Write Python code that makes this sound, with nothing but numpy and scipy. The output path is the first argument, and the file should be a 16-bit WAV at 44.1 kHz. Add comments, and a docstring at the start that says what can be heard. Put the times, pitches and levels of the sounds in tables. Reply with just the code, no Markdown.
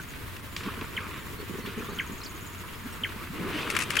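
"""Two elephants wallow in a waterhole some way off, over a steady outdoor hush with faint insects.
From the start a bird gives a sharp falling chip once a second. From 0.6 s water laps, splats and glugs;
small birds call faintly between 1.4 and 3 s. At 3.3 s a trunk blows under water: a rising burble,
a jet, then spray. While the spray comes down, something close by clicks and rustles."""
import sys
import numpy as np
from scipy import signal
from scipy.fft import rfft, irfft
from scipy.io import wavfile
from scipy.ndimage import uniform_filter1d

SR = 44100
rng = np.random.default_rng(int(sys.argv[2]) if len(sys.argv) > 2 else 0)


def transcribe(signal):
    """Save signal, clipped to [-1, 1], as a 16-bit WAV file at the path in sys.argv[1]."""
    frames = np.atleast_2d(signal).T
    limited = np.clip(frames, -1, 1)
    pcm = np.round(limited * 32767).astype(np.int16)
    wavfile.write(sys.argv[1], SR, pcm)


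N = 176400
TIME_S = np.arange(N) / SR
FRAME_S, BIN_HZ = np.arange(N // 256 + 5) * 256 / SR, np.fft.rfftfreq(1024, 1 / SR)

# Stereo image of water and clicks. Each row: frequency in Hz, left-right coherence from 0 to 1.
COHERENCE = [(60, 0.32), (400, 0.9), (1400, 0.94), (3000, 0.72), (7000, 1), (15000, 0.33)]


def amp(db):
    """Decibels to gain."""
    return 10 ** (np.asarray(db) / 20)


def unit(x):
    """Scale to rms 1."""
    return x / np.sqrt(np.mean(x ** 2) + 1e-20)


def read(points, hz):
    """Interpolate a spectrum on a log-frequency axis."""
    point_hz, value = np.transpose(points)
    return np.interp(np.log(hz + 1e-6), np.log(point_hz), value)


def curve(rows, t, column=1):
    """Interpolate one column of a time curve."""
    rows = np.array(rows)
    return np.interp(t, rows[:, 0], rows[:, column])


def pan(db):
    """Left and right gains for a level difference."""
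    return amp([[db / 2], [-db / 2]])


def add(mix, start_s, sound):
    """Mix a sound in, cropped at both ends of the mix."""
    at = round(start_s * SR)
    sound = sound[..., max(-at, 0):]
    part = mix[..., max(at, 0):][..., :sound.shape[-1]]
    part += sound[..., :part.shape[-1]]


def widen(pair, coherence):
    """Left and right of given coherence from two unrelated signals."""
    coherence = np.clip(coherence, 0, 1)
    mid, side = pair[0] * np.sqrt((1 + coherence) / 2), pair[1] * np.sqrt((1 - coherence) / 2)
    return np.array([mid + side, mid - side])


def colour(pair, tone, cut_db_per_oct=0):
    """Give stereo noise a spectrum and a treble slope; rms 1."""
    hz = np.fft.rfftfreq(pair.shape[1], 1 / SR)
    gain = amp(read(tone, hz) - cut_db_per_oct * np.log2(hz / 1000 + 1))
    return unit(irfft(widen(rfft(pair), read(COHERENCE, hz)) * gain, pair.shape[1]))


def band(size, centre_hz, width_hz):
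    """Narrow-band noise."""
    hz = np.fft.rfftfreq(size, 1 / SR)
    bell = np.exp(-2 * ((hz - centre_hz) / width_hz) ** 2)
    return unit(irfft(rfft(rng.standard_normal(size)) * bell, size))


def wash(shape_db, patchy_db, flicker_db, coherence=COHERENCE):
    """Shaped stereo noise with drifting spectral patches and a broadband flicker."""
    noise = rng.standard_normal((5, len(FRAME_S), len(BIN_HZ)))
    patches = unit(uniform_filter1d(uniform_filter1d(noise[4], size=6, axis=0), size=9, axis=1))
    flicker = unit(uniform_filter1d(rng.standard_normal(len(FRAME_S)), size=4))[:, None]
    frames = widen(noise[:2] + 1j * noise[2:4], read(coherence, BIN_HZ))
    frames *= amp(shape_db + patchy_db * patches + flicker_db * flicker)
    return unit(signal.istft(frames.swapaxes(1, 2), nperseg=1024, noverlap=768)[1][:, :N])


def drops(tone, per_s, spread_db=3):
    """Small drops of uneven size, each a noise burst with a 1 ms decay."""
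    sizes = amp(spread_db * np.minimum(rng.exponential(1, N), 4))
    hits = rng.random(N) < per_s / SR
    envelope = signal.lfilter([1], [1, -np.exp(-1000 / SR)], sizes * hits)
    return colour(envelope * rng.standard_normal((2, N)), tone)


def echoes(x, wet_db, tail_t60_s=.23, early_decay_s=.0093):
    """A source plus scattered returns from bank and bushes."""
    t = np.arange(SR // 2) / SR
    taps = rng.standard_normal((2, len(t))) * (rng.random((2, len(t))) < .05) * (t > .002)
    taps *= amp(-60 * t / tail_t60_s) + 5.9 * np.exp(-t / early_decay_s)
    taps /= np.linalg.norm(taps, axis=1, keepdims=True)
    return x + amp(wet_db) * signal.fftconvolve(x[None], widen(taps, .64), axes=1)[:, :N]


def air():
    """Steady outdoor hush with a low, wavering hum."""
    # Hush spectrum. Each row: frequency in Hz, level in dB.
    tone = [(15, -37), (25, -9.5), (82, -0.5), (174, -10), (200, -10), (449, -15.5), (542, -20.5),
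            (672, -19.5), (812, -30), (905, -14.5), (1250, -16), (1980, -16.5), (3390, -22), (5670, -30.5),
            (7030, -30.5), (8270, -31), (15800, -27)]
    # Hush stereo image. Each row: frequency in Hz, left-right coherence from 0 to 1.
    coherence = [(25, 0.49), (80, 0.54), (400, 0.35), (2000, 0.27), (5000, 0.29), (9000, 0.9),
                 (15000, 0.15)]
    hush = amp(-41) * wash(read(tone, BIN_HZ), patchy_db=.5, flicker_db=1.27, coherence=coherence)
    return hush + amp(-52) * band(N, centre_hz=94.7, width_hz=5.8)


def insects(pip_s=.003, pip_spacing_s=.0085, sweep=.09, scatter=.02):
    """Trains of chirps, each three uneven falling pips, and thin buzzes."""
    # Chirp trains. Each row: start, end and period in seconds, pitch in Hz, level in dB.
    trains = [(0.016, 0.117, 0.072, 6670, -45.5), (0.735, 1.335, 0.058, 7050, -52),
              (1.778, 2.596, .0573, 6730, -46.5), (2.614, 3.118, 0.056, 6900, -53.5)]
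    # Buzzes. Each row: start and length in seconds, pitch in Hz, level in dB.
    buzzes = [(.46, 0.21, 7140, -58.5), (1.052, 0.26, 7300, -64), (1.378, 0.27, 7120, -60.5),
              (2.049, 0.34, 7250, -63), (2.383, 0.21, 7140, -58), (3.18, .25, 7280, -68)]
    out, progress = np.zeros(N), np.linspace(0, 1, round(pip_s * SR))
    for start_s, end_s, period_s, hz, db in trains:
        for chirp_s in np.arange(start_s, end_s, period_s):
            chirp_db = db - 3 * (2 * (chirp_s - start_s) / (end_s - start_s) - 1) ** 2  # softer ends
            for k, (late, sharp, loud) in enumerate(rng.standard_normal((3, 3))):
                pitch_hz = hz * (1 + scatter * sharp + sweep * (1 - 2 * progress))
                pip = np.sqrt(2) * np.sin(np.pi * progress) * np.sin(2 * np.pi * np.cumsum(pitch_hz) / SR)
                add(out, chirp_s + pip_spacing_s * (k + late / 10), amp(chirp_db + 2 * loud) * pip)
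    for start_s, length_s, hz, db in buzzes:
        swell = np.sqrt(np.hanning(round(length_s * SR)))
        add(out, start_s, amp(db) * swell * band(SR, hz, width_hz=360)[:len(swell)])
    return echoes(out, wet_db=-6)


def small_birds(warble_depth=.008, flutter_db=3):
    """Faint, ragged, gliding whistles from the bushes."""
    # Whistles. Each row: start and length in seconds, start, middle and end pitch in Hz, level in dB.
    notes = [(1.37, .07, 4100, 4400, 4050, -58), (1.509, 0.1, 2900, 3270, 4210, -59),
             (1.605, .06, 4100, 4340, 4380, -59), (1.81, 0.12, 3150, 3510, 4310, -56.5),
             (1.893, 0.067, 4150, 4506, 4230, -58), (1.582, .018, 6800, 6100, 5450, -56),
             (1.77, 0.062, 6100, 5900, 5330, -66), (2.202, .01, 3620, 5000, 6300, -53),
             (2.214, .011, 3630, 4270, 3800, -45.5), (2.231, 0.0126, 3900, 5160, 4900, -45),
             (2.242, .014, 4900, 5670, 5430, -50), (2.256, .013, 5270, 4710, 3940, -43),
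             (2.734, 0.015, 3940, 3470, 3200, -51), (2.745, 0.03, 4700, 5190, 4800, -61)]
    out = np.zeros(N)
    for start_s, length_s, *pitches_hz, db in notes:
        progress = np.linspace(0, 1, round(length_s * SR))
        wander = unit(uniform_filter1d(rng.standard_normal((2, SR // 4)), size=90, axis=1))
        warble, flutter = wander[:, :len(progress)]
        glide_hz = np.polyval(np.polyfit([0, .5, 1], pitches_hz, 2), progress)
        phase = 2 * np.pi * np.cumsum(glide_hz * (1 + warble_depth * warble)) / SR
        envelope = np.sqrt(abs(np.sin(np.pi * progress))) * amp(flutter_db * flutter)
        add(out, start_s, amp(db) * unit(envelope * np.sin(phase)))
    return echoes(out, wet_db=-7)


def bird_squeak(start_s=2.918, length_s=.0275, peak_hz=2810, bend=.07):
    """One thin, arched bird call, rich in overtones."""
    # Levels of harmonics 1 to 4 in dB.
    harmonics_db = [-50, -56, -50, -57]
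    out, arch = np.zeros(N), np.sin(np.linspace(0, np.pi, round(length_s * SR)))
    phase = 2 * np.pi * np.cumsum(peak_hz * (1 - bend * (1 - arch))) / SR
    add(out, start_s, arch * sum(amp(db) * np.sin(k * phase) for k, db in enumerate(harmonics_db, 1)))
    return echoes(out, wet_db=-2)


def bird_chips(length_s=.031, fade_s=.0016):
    """A bird whips one pure tone down by more than an octave; the level peaks twice."""
    # Chips. Each row: start in seconds, level at the top and base level for the mid-sweep in dB.
    chips = [(-.024, -27, -22), (0.966, -31.5, -25), (1.987, -30, -22.5), (3.035, -25, -24.5),
             (3.988, -20.5, -23)]
    # Sweep. Each row: time into the chip in seconds, pitch in Hz.
    sweep = [(0, 3280), (.006, 2980), (.0125, 2123), (.019, 1700), (.03, 1400)]
    out, t = np.zeros(N), np.arange(0, length_s, 1 / SR)
    whistle = np.sqrt(2) * np.sin(2 * np.pi * np.cumsum(curve(sweep, t)) / SR)
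    gate = np.clip(np.minimum(t, length_s - t) / fade_s, 0, 1)
    for start_s, top_db, mid_db in chips:
        level_db = curve([(.0055, top_db), (.008, mid_db - 10), (.0105, mid_db - 5),
                          (.0135, mid_db - 1.5), (.017, mid_db - 9.5), (.03, mid_db - 16)], t)
        add(out, start_s, amp(level_db) * gate * whistle)
    return pan(.35) * echoes(out, wet_db=-7)


def clicks(rise_s=.001, hold_s=.003, rustle_db=-17, rustle_decay_s=.016, grit_db=.6, ring_db=-24):
    """Dry, gritty clicks close by, each with a short rustle and a faint ring."""
    # Clicks. Each row: start in seconds, level in dB, decay in seconds, treble cut in dB per octave
    # (negative brightens), treble limit in Hz, left minus right in dB.
    events = [(.364, -41, 0.0029, -2, 9020, -2), (3.7009, -26, .002, -5.5, 16000, 6.5),
              (3.709, -33.5, 0.0086, -8, 10000, 0), (3.7505, -28.5, 0.0033, -3, 11000, 6),
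              (3.7645, -21.5, 0.0045, -1.5, 16000, 9), (3.7886, -25, 0.0044, -6.5, 14000, 2),
              (3.802, -30.5, 0.0094, -5, 10000, 9), (3.811, -31.5, 0.0038, -6, 10000, 11),
              (3.82, -28, 0.0071, -7.5, 9000, 5), (3.834, -34, 0.0054, -9.5, 9000, 3),
              (3.9038, -25.5, 0.0021, -4, 15000, 9), (3.912, -36, .008, -10.5, 9000, -1),
              (3.954, -30, 0.0033, -4, 11000, 11), (3.967, -20.5, 0.0056, -2, 15000, 7.5),
              (3.9922, -25.5, .002, -7, 15000, 7)]
    # Click spectrum. Each row: frequency in Hz, level in dB.
    tone = [(100, -11), (700, -29), (1150, 5), (2000, 9.5), (2700, 7), (4000, -7.5), (5000, -8),
            (6500, -10.5), (9500, -11.5), (12000, -16), (15500, -29)]
    # Ringing modes. Each row: frequency in Hz, level in dB, T60 in seconds.
    modes = [(1240, -1, .12), (1890, 0, .1), (2140, -1, .1), (2525, 0, .2), (2688, 1, .16), (4355, -12, .1),
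             (5720, -13, .12)]
    out, t = np.zeros((2, N)), np.arange(6000) / SR
    for start_s, level_db, decay_s, cut_db_per_oct, limit_hz, side_db in events:
        limited_tone = [(hz, db - 10 * np.log10(1 + (hz / limit_hz) ** 10)) for hz, db in tone]
        rise = np.minimum(t / rise_s, 1)
        snap = np.exp(-np.maximum(t - hold_s, 0) / decay_s)
        envelope = rise * (snap + amp(rustle_db) * np.exp(-t / rustle_decay_s))
        grit = rng.standard_normal((2, len(t)))
        grit *= amp(grit_db * np.repeat(rng.standard_normal(len(t) // 20), 20))
        burst = unit(colour(grit, limited_tone, cut_db_per_oct) * envelope)
        burst *= np.sqrt(np.mean(envelope ** 2))
        ring = sum(amp(db - 60 * t / t60_s) * np.sin(2 * np.pi * (hz * t + rng.random()))
                   for hz, db, t60_s in modes)
        add(out, start_s, pan(side_db) * amp(level_db) * (burst + amp(ring_db) * rise * ring))
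    return out


def gurgle():
    """Air and water churn under the surface: a low, flickering rumble."""
    # Envelope. Each row: time in seconds, level in dB.
    levels = [(1.2, -58), (1.36, -45.5), (1.48, -53), (1.61, -54), (1.69, -50), (1.74, -52), (1.82, -48),
              (2.0, -49.5), (2.3, -53), (2.45, -60)]
    # Spectrum. Each row: frequency in Hz, level in dB.
    tone = [(60, -30), (150, 2), (230, -3), (310, -5.5), (420, 1), (500, -18), (600, -26), (1500, -28),
            (5000, -66)]
    return amp(curve(levels, TIME_S)) * wash(read(tone, BIN_HZ), patchy_db=4.5, flicker_db=-1.5)


def lapping():
    """Water slops and trickles off the animals."""
    # Envelope. Each row: time in seconds, level in dB.
    levels = [(0, -58), (.55, -55), (.6, -41.5), (.69, -39.5), (.74, -42.5), (.82, -40.5), (.87, -47),
              (1.02, -38.5), (1.2, -43.5), (1.3, -51.5), (1.5, -46.5), (1.69, -43.5), (1.75, -41),
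              (1.9, -44), (2.05, -44.5), (2.4, -50.5), (2.85, -50.5), (3.1, -43), (3.27, -47)]
    # Spectrum. Each row: frequency in Hz, level in dB.
    tone = [(40, -23), (150, 2.5), (400, 1.5), (560, -8.5), (800, -16), (1050, 2), (1600, -2.5),
            (2700, -5.5), (4200, -18), (8000, -33), (15000, -32)]
    slop = wash(read(tone, BIN_HZ), patchy_db=3.5, flicker_db=1)
    trickle = amp(-5) * drops(tone, per_s=170)
    return amp(curve(levels, TIME_S)) * unit(slop + trickle)


def bubbles():
    """Big bubbles boom softly, gliding up as they near the surface."""
    # Bubbles. Each row: start in seconds, level in dB, start and end pitch in Hz, length in seconds.
    events = [(.651, -33, 125, 332, 0.037), (0.664, -36, 250, 350, 0.017), (0.814, -36, 290, 370, 0.013),
              (2.835, -36.5, 165, 329, .045), (2.982, -41.5, 130, 330, .07), (3.15, -42.5, 159, 274, .036),
              (3.298, -34, 130, 220, 0.021), (3.316, -39.5, 220, 322, .035), (3.396, -35, 140, 230, 0.061),
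              (3.435, -41, 293, 450, 0.056), (3.535, -35, 297, 307, .05)]
    out = np.zeros(N)
    for start_s, db, start_hz, end_hz, length_s in events:
        progress = np.linspace(0, 1, round(length_s * SR))
        phase = 2 * np.pi * np.cumsum(start_hz * (end_hz / start_hz) ** progress) / SR
        add(out, start_s, amp(db) * np.sqrt(2) * np.sin(np.pi * progress) * np.sin(phase))
    return echoes(out, wet_db=-16)


def glugs(rise_s=.003, fall_s=.0028, lead_s=.02):
    """Air pockets break the surface: hollow, low bursts that start and stop abruptly."""
    # Glugs. Each row: start in seconds, level in dB, length in seconds.
    events = [(.664, -36, 0.02), (.772, -38, 0.014), (0.809, -38, 0.019), (1.384, -40, .02),
              (1.424, -38.5, .014), (1.495, -35, 0.021), (1.538, -35.5, .019), (1.582, -35.5, .022),
              (1.64, -38, 0.017), (1.666, -38, 0.025), (1.77, -32, 0.02), (1.8, -36, 0.0087),
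              (1.819, -39, 0.016), (1.863, -43, .01), (1.887, -38, 0.014), (1.92, -39, .012),
              (2.096, -33.5, 0.0075), (2.11, -41.5, .01), (2.253, -43, 0.01)]
    # Hollow spectrum. Each row: frequency in Hz, level in dB.
    tone = [(40, -24), (110, -8), (170, 2.5), (240, 3.5), (320, -4), (420, 2), (500, -7), (590, -25),
            (800, -24), (1100, -19), (2000, -26), (5000, -60)]
    out, t = np.zeros((2, N)), np.arange(8192) / SR - lead_s
    for start_s, db, length_s in events:
        envelope = np.clip(t / rise_s, 0, 1) * np.exp(-np.maximum(t - length_s, 0) / fall_s)
        burst = colour(rng.standard_normal((2, len(t))) * envelope, tone)
        add(out, start_s - lead_s, amp(db) * burst * np.sqrt(np.mean(envelope ** 2)))
    return out


def splats(rise_s=.001, lead_s=.01, notch_hz=740, notch_q=1.3):
    """Water smacks on water and wet hide; the reflection off the pond hollows the low middle."""
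    # Splats. Each row: start in seconds, level in dB, decay in seconds, centre in Hz, relative width.
    events = [(0.136, -40.5, 0.014, 2400, 1), (0.564, -23.5, 0.0027, 2490, 1.84),
              (0.568, -41.5, 0.049, 3500, 2), (0.633, -40.5, 0.04, 2860, 1.3),
              (0.684, -28.5, 0.0054, 1080, 0.58), (.7, -33, .004, 1500, .8), (.77, -37, .006, 1100, .6),
              (0.8112, -27, 0.0025, 1500, 1.5), (.843, -32, 0.0043, 1300, 0.72),
              (1.66, -38.5, 0.045, 2700, 1.03), (1.888, -32.5, 0.023, 850, 1.3),
              (2.635, -37, 0.024, 1170, 0.83), (2.684, -43, .012, 2770, 0.69),
              (2.951, -39, 0.0092, 1300, .5), (3.09, -40, 0.0056, 3000, 1)]
    # Spectrum at width 1. Each row: multiple of the centre, level in dB.
    peak_shape = [(.08, 1), (.3, -3.5), (.5, 1), (1, 10), (1.5, 1), (2.3, -16), (4, -30), (12, -42)]
    out, t = np.zeros((2, N)), np.arange(8192) / SR - lead_s
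    for start_s, level_db, decay_s, centre_hz, width in events:
        envelope = np.clip(t / rise_s, 0, 1) * np.exp(-np.maximum(t - rise_s, 0) / decay_s)
        tone = [(ratio ** width * centre_hz, db) for ratio, db in peak_shape]
        burst = colour(rng.standard_normal((2, len(t))) * envelope, tone)
        add(out, start_s - lead_s, amp(level_db) * burst * np.sqrt(np.mean(envelope ** 2)))
    return signal.lfilter(*signal.iirnotch(notch_hz, notch_q, SR), out)


def trunk_blow():
    """Air from the trunk burbles up, then breaks out of the pond in a jet that swells and brightens."""
    # Burble and jet over time. Each row: time in seconds, level in dB, centre in Hz.
    burble = [(3.28, -53, 170), (3.34, -39, 200), (3.43, -36.5, 240), (3.5, -39, 270), (3.58, -42, 292),
              (3.72, -38.5, 254), (3.85, -43.5, 247), (4, -41, 263)]
    jet = [(3.33, -58, 1200), (3.44, -44, 1500), (3.51, -42, 1800), (3.55, -38.5, 2000), (3.62, -40, 2500),
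           (3.66, -57, 2400), (3.75, -62, 2300)]
    # Their spectra. Each row: multiple of the centre, level in dB.
    burble_tone = [(.2, -17), (.6, -5.5), (1, -3), (1.6, -4), (2.3, -15.5), (3.3, -26.5), (8, -59)]
    jet_tone = [(.25, -33), (.55, -5.5), (1, -2), (1.5, -5.5), (2.3, -19), (6, -43)]
    out = np.zeros((2, N))
    for course, tone in (burble, burble_tone), (jet, jet_tone):
        centre_hz = curve(course, FRAME_S, column=2)[:, None]
        rush = wash(read(tone, BIN_HZ / centre_hz), patchy_db=1, flicker_db=1)
        out += amp(curve(course, TIME_S)) * rush
    return out


def spray():
    """Water blown up by the trunk comes down as mist and drops."""
    # Envelope. Each row: time in seconds, level in dB.
    levels = [(3.28, -77), (3.36, -44.5), (3.46, -43), (3.55, -36.5), (3.62, -36.5), (3.68, -36.5),
              (3.76, -33), (3.83, -38), (3.87, -42), (3.93, -34.5), (4, -35)]
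    # Spectrum. Each row: frequency in Hz, level in dB.
    tone = [(200, -41), (550, -10), (780, -11), (1150, 2.5), (1700, -5.5), (2600, -3), (3600, -9.5),
            (5500, -21.5), (9000, -24), (15000, -31)]
    mist = wash(read(tone, BIN_HZ), patchy_db=2.2, flicker_db=1)
    patter = amp(-6.5) * drops(tone, per_s=670)
    return pan(2.3) * amp(curve(levels, TIME_S)) * unit(mist + patter)


def scene():
    """Stereo sum of the waterhole and its surroundings."""
    water = glugs() + gurgle() + bubbles() + splats() + lapping() + trunk_blow() + spray()
    return air() + water + clicks() + bird_chips() + small_birds() + bird_squeak() + insects()


def record(dry):
    """Steep low-pass at 15950 Hz."""
    lowpass = signal.firwin(511, 15950, window=("kaiser", 9), fs=SR)
    return signal.oaconvolve(dry, lowpass[None], "same")


dry = scene()
out = record(dry)
transcribe(out)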